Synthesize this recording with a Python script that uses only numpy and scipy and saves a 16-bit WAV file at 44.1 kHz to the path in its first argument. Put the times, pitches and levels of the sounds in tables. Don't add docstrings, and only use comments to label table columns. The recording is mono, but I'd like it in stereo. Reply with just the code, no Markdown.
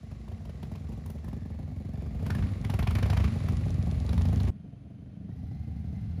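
import sys
import numpy as np
from scipy import signal
from scipy.fft import rfft, irfft, next_fast_len
from scipy.io import wavfile
from scipy.ndimage import uniform_filter1d

SR = 44100
rng = np.random.default_rng(int(sys.argv[2]) if len(sys.argv) > 2 else 0)


def pcm_store(signal):
    levels = np.round(np.clip(np.atleast_2d(signal), -1, 1) * 32767)
    wavfile.write(sys.argv[1], SR, levels.astype(np.int16).T)


N = 273420
TIME = np.arange(N) / SR

# opening and shutting in seconds, surge of the boom in dB,
# relative levels of cough and rasp in dB.
THROTTLE = [(0.08, 0.153, 5, -56, -66), (0.258, 0.343, 6.5, -61, -82), (0.42, 0.488, 5.5, -56, -77),
            (0.563, 0.79, 4.5, -51.5, -89), (0.815, 0.934, 5.5, -49, -80), (1.053, 1.095, 7, -59, -77),
            (1.235, 1.34, 4, -54, -67), (1.438, 1.924, 0.5, -48, -74.5), (1.905, 2.22, 2, -55, -65.5),
            (2.22, 2.437, 3.5, -48, -55.5), (2.606, 3.264, 9.5, -47, -50), (3.45, 3.496, 5, -46, -57),
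            (4.1, 4.49, 7.5, -47, -61)]
# start in seconds, crack in relative dB, pitch of the pipe's mouth
# in Hz, cough and sizzle in relative dB, ping in dB added to the crack's figure.
HARD_BURNS = [(0.1138, -49, 1850, -54, -71, -7), (0.282, -52, 3310, -48, -69, -7),
              (0.3177, -50, 1840, -48.5, -73, -6), (0.4519, -49, 3230, -51, -67, -7),
              (0.4922, -45, 2940, -50, -71, -12), (0.629, -39, 2620, -48, -59, -14),
              (0.7163, -49, 2230, -58, -67, -4), (0.755, -43, 2410, -47, -63, -8),
              (0.9216, -54, 1700, -49.5, -64, -3), (1.06, -49.5, 2600, -50, -56, -9),
              (1.1007, -46.5, 1910, -45, -55.5, -10), (1.2442, -54, 1750, -51, -59.5, 4),
              (1.283, -45, 1900, -47.5, -60, -11), (1.3304, -51, 2090, -49, -68, -8),
              (2.2633, -37.5, 1720, -45, -51, -4), (2.3018, -29.5, 1760, -35, -50, 1),
              (2.3484, -33, 1716, -44, -50, -1), (2.6464, -32.5, 2050, -41, -57, -1.5),
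              (2.6981, -32.5, 1910, -36, -49.5, -7), (2.7387, -35.5, 1830, -35.5, -50.5, -5),
              (2.7903, -31.5, 2280, -40, -47, 0.5), (2.826, -36, 3460, -38, -51.5, 0.5),
              (2.8713, -31.5, 2446, -34, -50.5, 4), (2.9073, -35, 2510, -36.5, -50, -13),
              (2.9509, -28, 1730, -41, -49, -13), (2.9848, -35, 1890, -33, -51.5, -3),
              (3.0265, -27, 1644, -40, -52, -3.5), (3.0599, -37, 2250, -36, -53, -12),
              (3.0996, -27, 1770, -33, -48, -5), (3.1314, -36, 2350, -31.5, -53, -3),
              (3.17, -25.5, 1930, -38, -50, -5.5), (3.2008, -38, 1850, -37, -58, -5),
              (3.2405, -33.5, 2190, -32, -52, 1.5), (3.484, -34.5, 1990, -46, -55.5, -2),
              (4.0903, -36, 3930, -40, -57, 0), (4.128, -33.5, 2240, -47, -57, -11),
              (4.1765, -35.5, 3690, -44, -57, -2), (4.2111, -38.5, 1760, -40, -60, -0.5),
              (4.253, -35.5, 1740, -44, -60, -10), (4.3276, -45, 2160, -41.5, -55, -14),
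              (4.3997, -39, 4250, -39.5, -60, 2.5), (4.473, -39, 2150, -38.5, -66, -15)]


def undb(db):
    return 10 ** (np.asarray(db) / 20)


def unit(x):
    return x / np.sqrt(np.mean(x ** 2))


def steady(x, size=13000):
    return x / np.sqrt(uniform_filter1d(x ** 2, size) + 1e-12)


def across(points, freqs):
    hz, value = np.transpose(points)
    return np.interp(np.log(freqs + 1), np.log(hz), value)


def ring(x, response):
    return signal.oaconvolve(x, response)[:len(x)]


def colour(x, points, size=4096):
    freqs = np.arange(size + 1) * SR / (2 * size)
    cepstrum = irfft(np.log(unit(undb(across(points, freqs)))))
    cepstrum[1:size] *= 2
    response = irfft(np.exp(rfft(cepstrum[:size], 2 * size)))
    return ring(x, response[:size])


def impulses(times, sizes):
    out, inside = np.zeros(N), (times >= 0) & (times < TIME[-1])
    np.add.at(out, (times[inside] * SR).astype(int), sizes[inside])
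    return out


def puff(rise_s, decay_s):
    t = TIME[:SR // 5]
    shape = (1 - np.exp(-(t / rise_s) ** 2)) * np.exp(-t / decay_s)
    return shape / shape.max()


def near_crank():
    # time in seconds, cycles completed.
    progress = [(-.056, 0), (.278, 4), (.627, 8), (1.06, 13), (1.241, 15), (2.193, 26), (2.262, 27),
                (2.349, 28), (2.422, 29), (2.695, 32), (2.788, 33), (2.952, 35), (3.239, 39), (3.484, 42),
                (4.09, 49), (4.175, 50), (4.402, 53), (4.55, 55)]
    return np.interp(TIME, *np.transpose(progress))


def firings(cycles, rear_db, scatter_db, jitter_s):
    strokes = (np.arange(np.ceil(cycles[-1]))[:, None] + [0, 315 / 720]).ravel()
    lateness, strength = rng.uniform(-1.5, 1.5, (200, 2))[:len(strokes)].T
    times = np.interp(strokes, cycles, TIME, left=-1, right=-1) + jitter_s * lateness
    is_rear = strokes % 1 > 0
    return impulses(times, undb(rear_db * is_rear + scatter_db * strength))


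def follower(cycle_hz, wander):
    speed = cycle_hz * (1 + wander * np.sin(2 * np.pi * (.6 * TIME + rng.random())))
    return firings(rng.random() + np.cumsum(speed) / SR, rear_db=-1, scatter_db=2.5, jitter_s=.003)


def exhaust(pulses, pipe, swell_cycles, detune):
    # frequency in Hz, relative level in dB.
    muffler = [(20, -32), (36, -17.5), (58, 0.5), (245, 0), (310, -15), (600, 4.5), (1500, -58),
               (6000, -58)]
    t, modes = TIME[:SR // 8], 0
    for k, (hz, width_hz, db) in enumerate(pipe):
        envelope = (1 - np.exp(-(t * hz / swell_cycles) ** 2)) * np.exp(-np.pi * width_hz * t)
        modes += (-1) ** k * undb(db) * width_hz * envelope * np.sin(2 * np.pi * hz * t)
    thud = colour(modes, muffler)
    out = np.zeros(N + len(t))
    for start, heat in zip(np.flatnonzero(pulses), rng.standard_normal(size=600)):
        out[start:start + len(t)] += pulses[start] * np.interp(t * np.exp(detune * heat), t, thud, right=0)
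    return out[:N]


def gas(pulses, outline, decay_s, flow):
    puffs = unit(ring(pulses, puff(rise_s=0.0018, decay_s=decay_s)))
    return colour((puffs + flow) * rng.standard_normal(N), outline)


def valves_and_tyres(cycles, outline, tick_db):
    lateness, strength = rng.uniform(-1.5, 1.5, (400, 2)).T
    times = np.interp(np.arange(400) / 4 + .07 * lateness, cycles, TIME, left=-1, right=-1)
    ticks = unit(ring(impulses(times, undb(4 * strength)), puff(rise_s=0.00029, decay_s=0.0045)))
    tyres = rng.standard_normal(N)
    return colour(tyres + undb(tick_db) * ticks * rng.standard_normal(N), outline)


def street(x, wet_db, t60_s, first_s):
    t, out, hop = TIME[:SR // 3], x.copy(), N // 5
    tail = undb(-60 * t / t60_s) * np.clip(t / first_s - 1, 0, 1)
    for centre in range(0, N + 1, hop):
        span = np.arange(max(centre - hop, 0), min(centre + hop, N))
        crossfade = np.cos(np.pi / 2 * (span - centre) / hop)
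        echoes = rng.standard_normal(len(t)) * tail
        wet = signal.fftconvolve(x[span] * crossfade, echoes / np.linalg.norm(echoes))[:N - span[0]]
        out[span[0]:span[0] + len(wet)] += undb(wet_db) * wet
    return out


def surge(twists, attack_s=0.026, release_s=0.046):
    total_db = np.zeros(N)
    for opens, shuts, db, *_ in twists:
        rise = 1 - np.exp(-np.maximum(TIME - opens, 0) / attack_s)
        total_db += db * rise * np.exp(-np.maximum(TIME - shuts, 0) / release_s)
    return total_db


def group(cycles, passing, surge_db, pipe, gas_colour, hiss_colour, *, others_db, wet_db, swell_cycles,
          detune, thump_db, gas_db, hiss_db, tick_db, scatter_db, rear_db, jitter_s):
    times, *levels_db = np.transpose(passing)
    boom_gain, pipe_gain, gas_gain, hiss_gain = (undb(np.interp(TIME, times, db)) for db in levels_db)
    leader = firings(cycles, rear_db, scatter_db, jitter_s)
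    others = follower(cycle_hz=12.4, wander=0.0512) + follower(cycle_hz=10.9, wander=0.0596)
    others *= undb(others_db)
    thump = exhaust(leader + others, pipe, swell_cycles, detune)
    thump = steady(street(thump, wet_db, t60_s=0.47, first_s=0.0099), size=3700)
    puffs = steady(gas(leader ** 2 + others / 2, gas_colour, decay_s=.011, flow=.6))
    hiss = steady(valves_and_tyres(cycles, hiss_colour, tick_db))
    boom = signal.sosfiltfilt(signal.butter(2, 113, fs=SR, output="sos"), thump)
    upper_surge = undb(0.55 * surge_db)
    thump = boom_gain * undb(surge_db) * boom + pipe_gain * upper_surge * (thump - boom)
    return (undb(thump_db) * thump + undb(gas_db) * upper_surge * gas_gain * puffs
            + undb(hiss_db) * hiss_gain * hiss)


def near_group():
    # time in seconds, then boom, upper resonances, gas, and valves with tyres in relative dB.
    passing = [(0, -43, -44, -60, -63.5), (.75, -43, -39.5, -57, -60.5), (1.6, -36.5, -37.5, -55.5, -64),
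               (2.101, -35.5, -37.5, -52.5, -62), (2.45, -29, -29.5, -49, -51),
               (2.65, -37, -36.5, -55, -56.5), (3.3, -30, -32, -49.5, -48.5),
               (3.797, -25, -31, -47.5, -53.5), (4.5, -32, -31.5, -51, -52.5)]
    # frequency in Hz, width in Hz, relative level in dB.
    pipe = [(61, 20.6, -0.5), (88.4, 14.2, 2), (125, 24.5, -4.5), (167, 67, -7.5), (234.8, 88.5, -6.5)]
    # frequency in Hz, relative level in dB.
    gas_colour = [(150, -7), (270, 4), (310, 3), (400, 1.5), (550, -2), (660, -1.5), (850, -8.5),
                  (1100, -23), (1500, -53), (3000, -33.5)]
    hiss_colour = [(700, -23), (1100, 14.5), (1420, 6.5), (2050, 10), (3200, 2.5), (4200, 3), (6000, -5.5),
                   (10500, -6), (14500, -32), (16000, -34)]
    return group(near_crank(), passing, surge(THROTTLE), pipe, gas_colour, hiss_colour,
                 others_db=-8.5, wet_db=-3.5, swell_cycles=1.0, detune=0.052, thump_db=0.5, gas_db=1.0,
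                 hiss_db=-3.5, tick_db=-7.0, scatter_db=2.17, rear_db=-1, jitter_s=0.00096)


def clatter(level_db=-77, passed_s=1.38, fade_s=.1):
    # frequency in Hz, relative level in dB.
    outline = [(3500, -22), (5000, 2), (5700, 3), (6400, -2), (7800, 0), (9500, -27)]
    passing = np.exp(-np.maximum(TIME - passed_s, 0) / fade_s)
    beat = 1 + .3 * np.cos(4 * np.pi * near_crank())
    return undb(level_db) * passing * beat * colour(rng.standard_normal(N), outline)


def narrow_whirrs(width_hz=55, partials_db=(0, -7, -12), swell_s=0.012, settle_s=0.086, fade_s=0.21):
    # start and start of fade in seconds, starting and settled pitch in Hz, level in dB.
    whirrs = [(0, 1.8, 1997, 1976, -78.5), (1.22, 1.45, 1690, 1760, -72.5), (1.45, 3.4, 2080, 2217, -77),
              (1.929, 2.2, 2300, 2430, -73), (1.92, 1.93, 1700, 1780, -67), (4.5, 5.4, 3240, 3116, -86.5),
              (5.28, 8.1, 1784, 2065, -76), (5.75, 6.2, 1995, 2080, -77)]
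    out, flutters = np.zeros(N), []
    for k in range(1, len(partials_db) + 1):
        lowpass = signal.butter(2, k * width_hz, fs=SR, output="sos")
        flutters.append(unit(signal.sosfilt(lowpass, rng.standard_normal(N))))
    for starts, fades, from_hz, to_hz, db in whirrs:
        on = (TIME >= starts) & (TIME < fades + 5 * fade_s)
        t = TIME[on] - starts
        glide_hz = to_hz + (from_hz - to_hz) * np.exp(-t / settle_s)
        waver = 1 + .012 * np.sin(2 * np.pi * 3.7 * t)
        phase = 2 * np.pi * np.cumsum(glide_hz * waver) / SR
        gain = undb(db) * (1 - np.exp(-t / swell_s)) * np.exp(-np.maximum(TIME[on] - fades, 0) / fade_s)
        for k, (partial_db, flutter) in enumerate(zip(partials_db, flutters), 1):
            out[on] += gain * undb(partial_db) * unit(flutter[on] * np.cos(k * phase))
    return out


def while_open(levels_db, slope_db_per_s):
    out = np.zeros(N)
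    for (opens, shuts, *_), db in zip(THROTTLE, levels_db):
        inside = (TIME >= opens) & (TIME < shuts)
        out[inside] = undb(db + slope_db_per_s * (TIME[inside] - opens))
    return out


def rasp():
    # frequency in Hz, relative level in dB.
    outline = [(300, 3.5), (550, -17.5), (1100, 1), (1550, -4), (2300, -2.5), (3500, -13.5),
               (7000, -25), (15000, -37)]
    pulses = firings(near_crank(), rear_db=-2, scatter_db=2, jitter_s=.0006)
    *_, rasp_db = np.transpose(THROTTLE)
    build_up = puff(rise_s=0.002, decay_s=0.06)
    gain = ring(while_open(rasp_db, slope_db_per_s=3.0), build_up / build_up.sum())
    return gain * gas(pulses, outline, decay_s=0.013, flow=0.13)


def coughs(hard_db=-2, lead_s=.004):
    # frequency in Hz, relative level in dB.
    outline = [(200, -17), (370, 8.5), (520, -4.5), (700, 4), (1050, -1.5), (1500, -17), (3000, -19),
               (8000, -46)]
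    *_, cough_db, _ = np.transpose(THROTTLE)
    times, _, _, burn_db, *_ = np.transpose(HARD_BURNS)
    ordinary = firings(near_crank(), rear_db=-9, scatter_db=1.0, jitter_s=0.0002)
    ordinary *= while_open(cough_db, slope_db_per_s=-33.5)
    hard = impulses(times - lead_s, undb(hard_db + burn_db))
    bursts = ring(ordinary + hard, puff(rise_s=0.0014, decay_s=0.0065))
    return colour(bursts * rng.standard_normal(N), outline)


def torn(rough_db):
    noise = rng.standard_normal(N)
    shocks = np.clip(unit(uniform_filter1d(rng.standard_normal(N), 14)), -2, 2)
    return unit(noise * undb(rough_db * shocks))


def cracks(jet_db=-10, sizzle_db=6):
    # frequency in Hz, relative level in dB.
    jet_colour = [(600, 3), (1200, 6.5), (2000, -0.5), (2900, 3), (3600, -2), (5500, -3.5), (7500, -18),
                  (11000, -25)]
    sizzle_colour = [(4000, -9), (7000, -2.5), (10500, 3.5), (13500, 1), (15500, -0.5)]
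    times, crack_db, _, _, top_db, _ = np.transpose(HARD_BURNS)
    jet = ring(impulses(times, undb(jet_db + crack_db)), puff(rise_s=0.0029, decay_s=0.0046))
    sizzle = ring(impulses(times, undb(sizzle_db + top_db)), puff(rise_s=0.002, decay_s=0.0024))
    return colour(jet * torn(rough_db=3), jet_colour) + colour(sizzle * torn(rough_db=3.5), sizzle_colour)


def pings(level_db=-6):
    shape, out = puff(rise_s=0.0028, decay_s=0.003), np.zeros(N)
    for start_s, crack_db, hz, _, _, ping_db in HARD_BURNS:
        waver = 1 + .17 * unit(uniform_filter1d(rng.standard_normal(len(shape)), 16))
        tone = np.sin(2 * np.pi * np.cumsum(hz * waver) / SR)
        start = int(start_s * SR)
        out[start:start + len(shape)] += undb(level_db + crack_db + ping_db) * shape * tone
    return out


def barks():
    return street(coughs() + cracks() + pings(), wet_db=-9.5, t60_s=.18, first_s=.005)


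def spits(level_db=-1.5):
    # start in seconds, relative level in dB.
    crackles = [(2.613, -52), (3.3995, -49), (3.521, -48), (3.5696, -45), (3.654, -44.5), (3.692, -45),
                (3.705, -47.5), (3.7423, -48.5), (3.8262, -46.5), (3.861, -50), (3.9119, -43),
                (4.0007, -44), (4.063, -44), (4.141, -47), (4.219, -45), (4.286, -42.5), (4.359, -44),
                (4.373, -50), (4.432, -47), (4.451, -50.5), (4.484, -46)]
    # frequency in Hz, relative level in dB.
    outline = [(1000, -33), (3000, -1), (6000, -2.5), (10000, -6.5), (15000, -41)]
    times, db = np.transpose(crackles)
    bursts = ring(impulses(times, undb(level_db + db)), puff(rise_s=0.00066, decay_s=0.002))
    return colour(bursts * torn(rough_db=7.0), outline)


def far_group(opens_s=5.19, surge_db=4.5):
    # time in seconds, four-stroke cycles completed.
    progress = [(0, 0), (4.554, 55), (4.81, 58), (4.987, 60), (5.203, 63), (5.289, 64), (5.428, 66),
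                (5.673, 69), (6.006, 73), (6.177, 75), (6.26, 76)]
    # time in seconds, then boom, upper resonances, gas, and valves with tyres in relative dB.
    approach = [(4.501, -47, -44.5, -62.5, -75), (4.848, -48.5, -48.5, -60.5, -75.5),
                (5.2, -48, -44, -60, -74.5), (5.45, -42.5, -43, -63, -72.5),
                (6.2, -37.5, -41.5, -60.5, -68)]
    # frequency in Hz, width in Hz, relative level in dB.
    pipe = [(58, 53, -7), (84, 47, 3.5), (136, 84, -4.5), (183, 43, -2.5), (212, 60, -6.5)]
    # frequency in Hz, relative level in dB.
    gas_colour = [(150, -12.5), (280, 12), (340, -3.5), (440, -2.5), (540, -8), (700, -5), (830, -20),
                  (950, -23.5), (1500, -30), (3000, -47)]
    hiss_colour = [(700, -2.5), (1200, 0), (1650, 0.5), (2300, 0), (2850, -2.5), (3200, -5), (3600, -6),
                   (4250, -7.5), (7000, -18.5), (10500, -15), (15500, -37)]
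    cycles = np.interp(TIME, *np.transpose(progress))
    bikes = group(cycles, approach, surge([(opens_s, TIME[-1], surge_db)]), pipe, gas_colour, hiss_colour,
                  others_db=-4.5, wet_db=-1.5, swell_cycles=0.71, detune=0.028, thump_db=2.5, gas_db=5.0,
                  hiss_db=2.0, tick_db=-11.5, scatter_db=2.8, rear_db=-3, jitter_s=0.001)
    return bikes + far_intake(cycles, opens_s)


def far_intake(cycles, opens_s, level_db=-71.5, swell_s=0.13):
    # frequency in Hz, relative level in dB.
    outline = [(550, -27), (720, 8.5), (820, 6.5), (950, -17), (1750, -16), (2050, -14), (2400, -25),
               (3500, -18), (4300, -14), (5200, -14.5), (6100, -24), (7500, -21.5)]
    pulses = firings(cycles, rear_db=-2, scatter_db=1.5, jitter_s=.001)
    opening = 1 - np.exp(-(np.maximum(TIME - opens_s, 0) / swell_s) ** 2)
    return undb(level_db) * opening * gas(pulses, outline, decay_s=0.032, flow=0.42)


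def spread(x, size=8192):
    # frequency in Hz, side minus mid in dB.
    width = [(40, -15), (250, -16), (600, -6), (2000, -6.5), (4000, -7.5), (12000, -15)]
    freqs = np.arange(size // 2 + 1) * SR / size
    scatter = rfft(rng.standard_normal(size) * np.exp(-TIME[:size] / .018))
    turn = np.where(freqs < 300, -1j, scatter / np.abs(scatter))
    response = np.roll(irfft(turn * undb(across(width, freqs))), size // 2 - 1)
    side = signal.oaconvolve(x, response, "same")
    return np.array([x + side, x - side])


def scene(jump_s=4.504, far_right_db=1.0):
    near = near_group() + rasp() + spits() + barks() + clatter()
    after = uniform_filter1d((TIME > jump_s) * 1., size=100)
    bikes = near * (1 - after) + far_group() * after + narrow_whirrs()
    pan_db = far_right_db * after
    return spread(bikes) * undb(np.array([-pan_db, pan_db]) / 2)


def record(dry, top_hz=15450):
    # frequency in Hz, left minus right in dB.
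    balance = [(60, -.4), (110, 0), (200, 1.5), (380, .5), (700, -5.5), (1290, -5), (2380, -.5), (4400, 2),
               (8120, .3), (15000, 0)]
    # frequency in Hz, lead of the left port in radians.
    lead = [(20, 0), (7000, 0), (8450, -np.pi), (12100, -3 * np.pi), (15600, -5 * np.pi)]
    size = next_fast_len(N + SR // 10, True)
    freqs = np.arange(size // 2 + 1) * SR / size
    left = undb(across(balance, freqs) / 2) * np.exp(.5j * across(lead, freqs))
    heard = irfft(rfft(dry, size) * np.array([left, 1 / left]), size)[:, :N]
    return signal.sosfilt(signal.ellip(8, .2, 70, top_hz, fs=SR, output="sos"), heard)


dry = scene()
out = record(dry)
pcm_store(out)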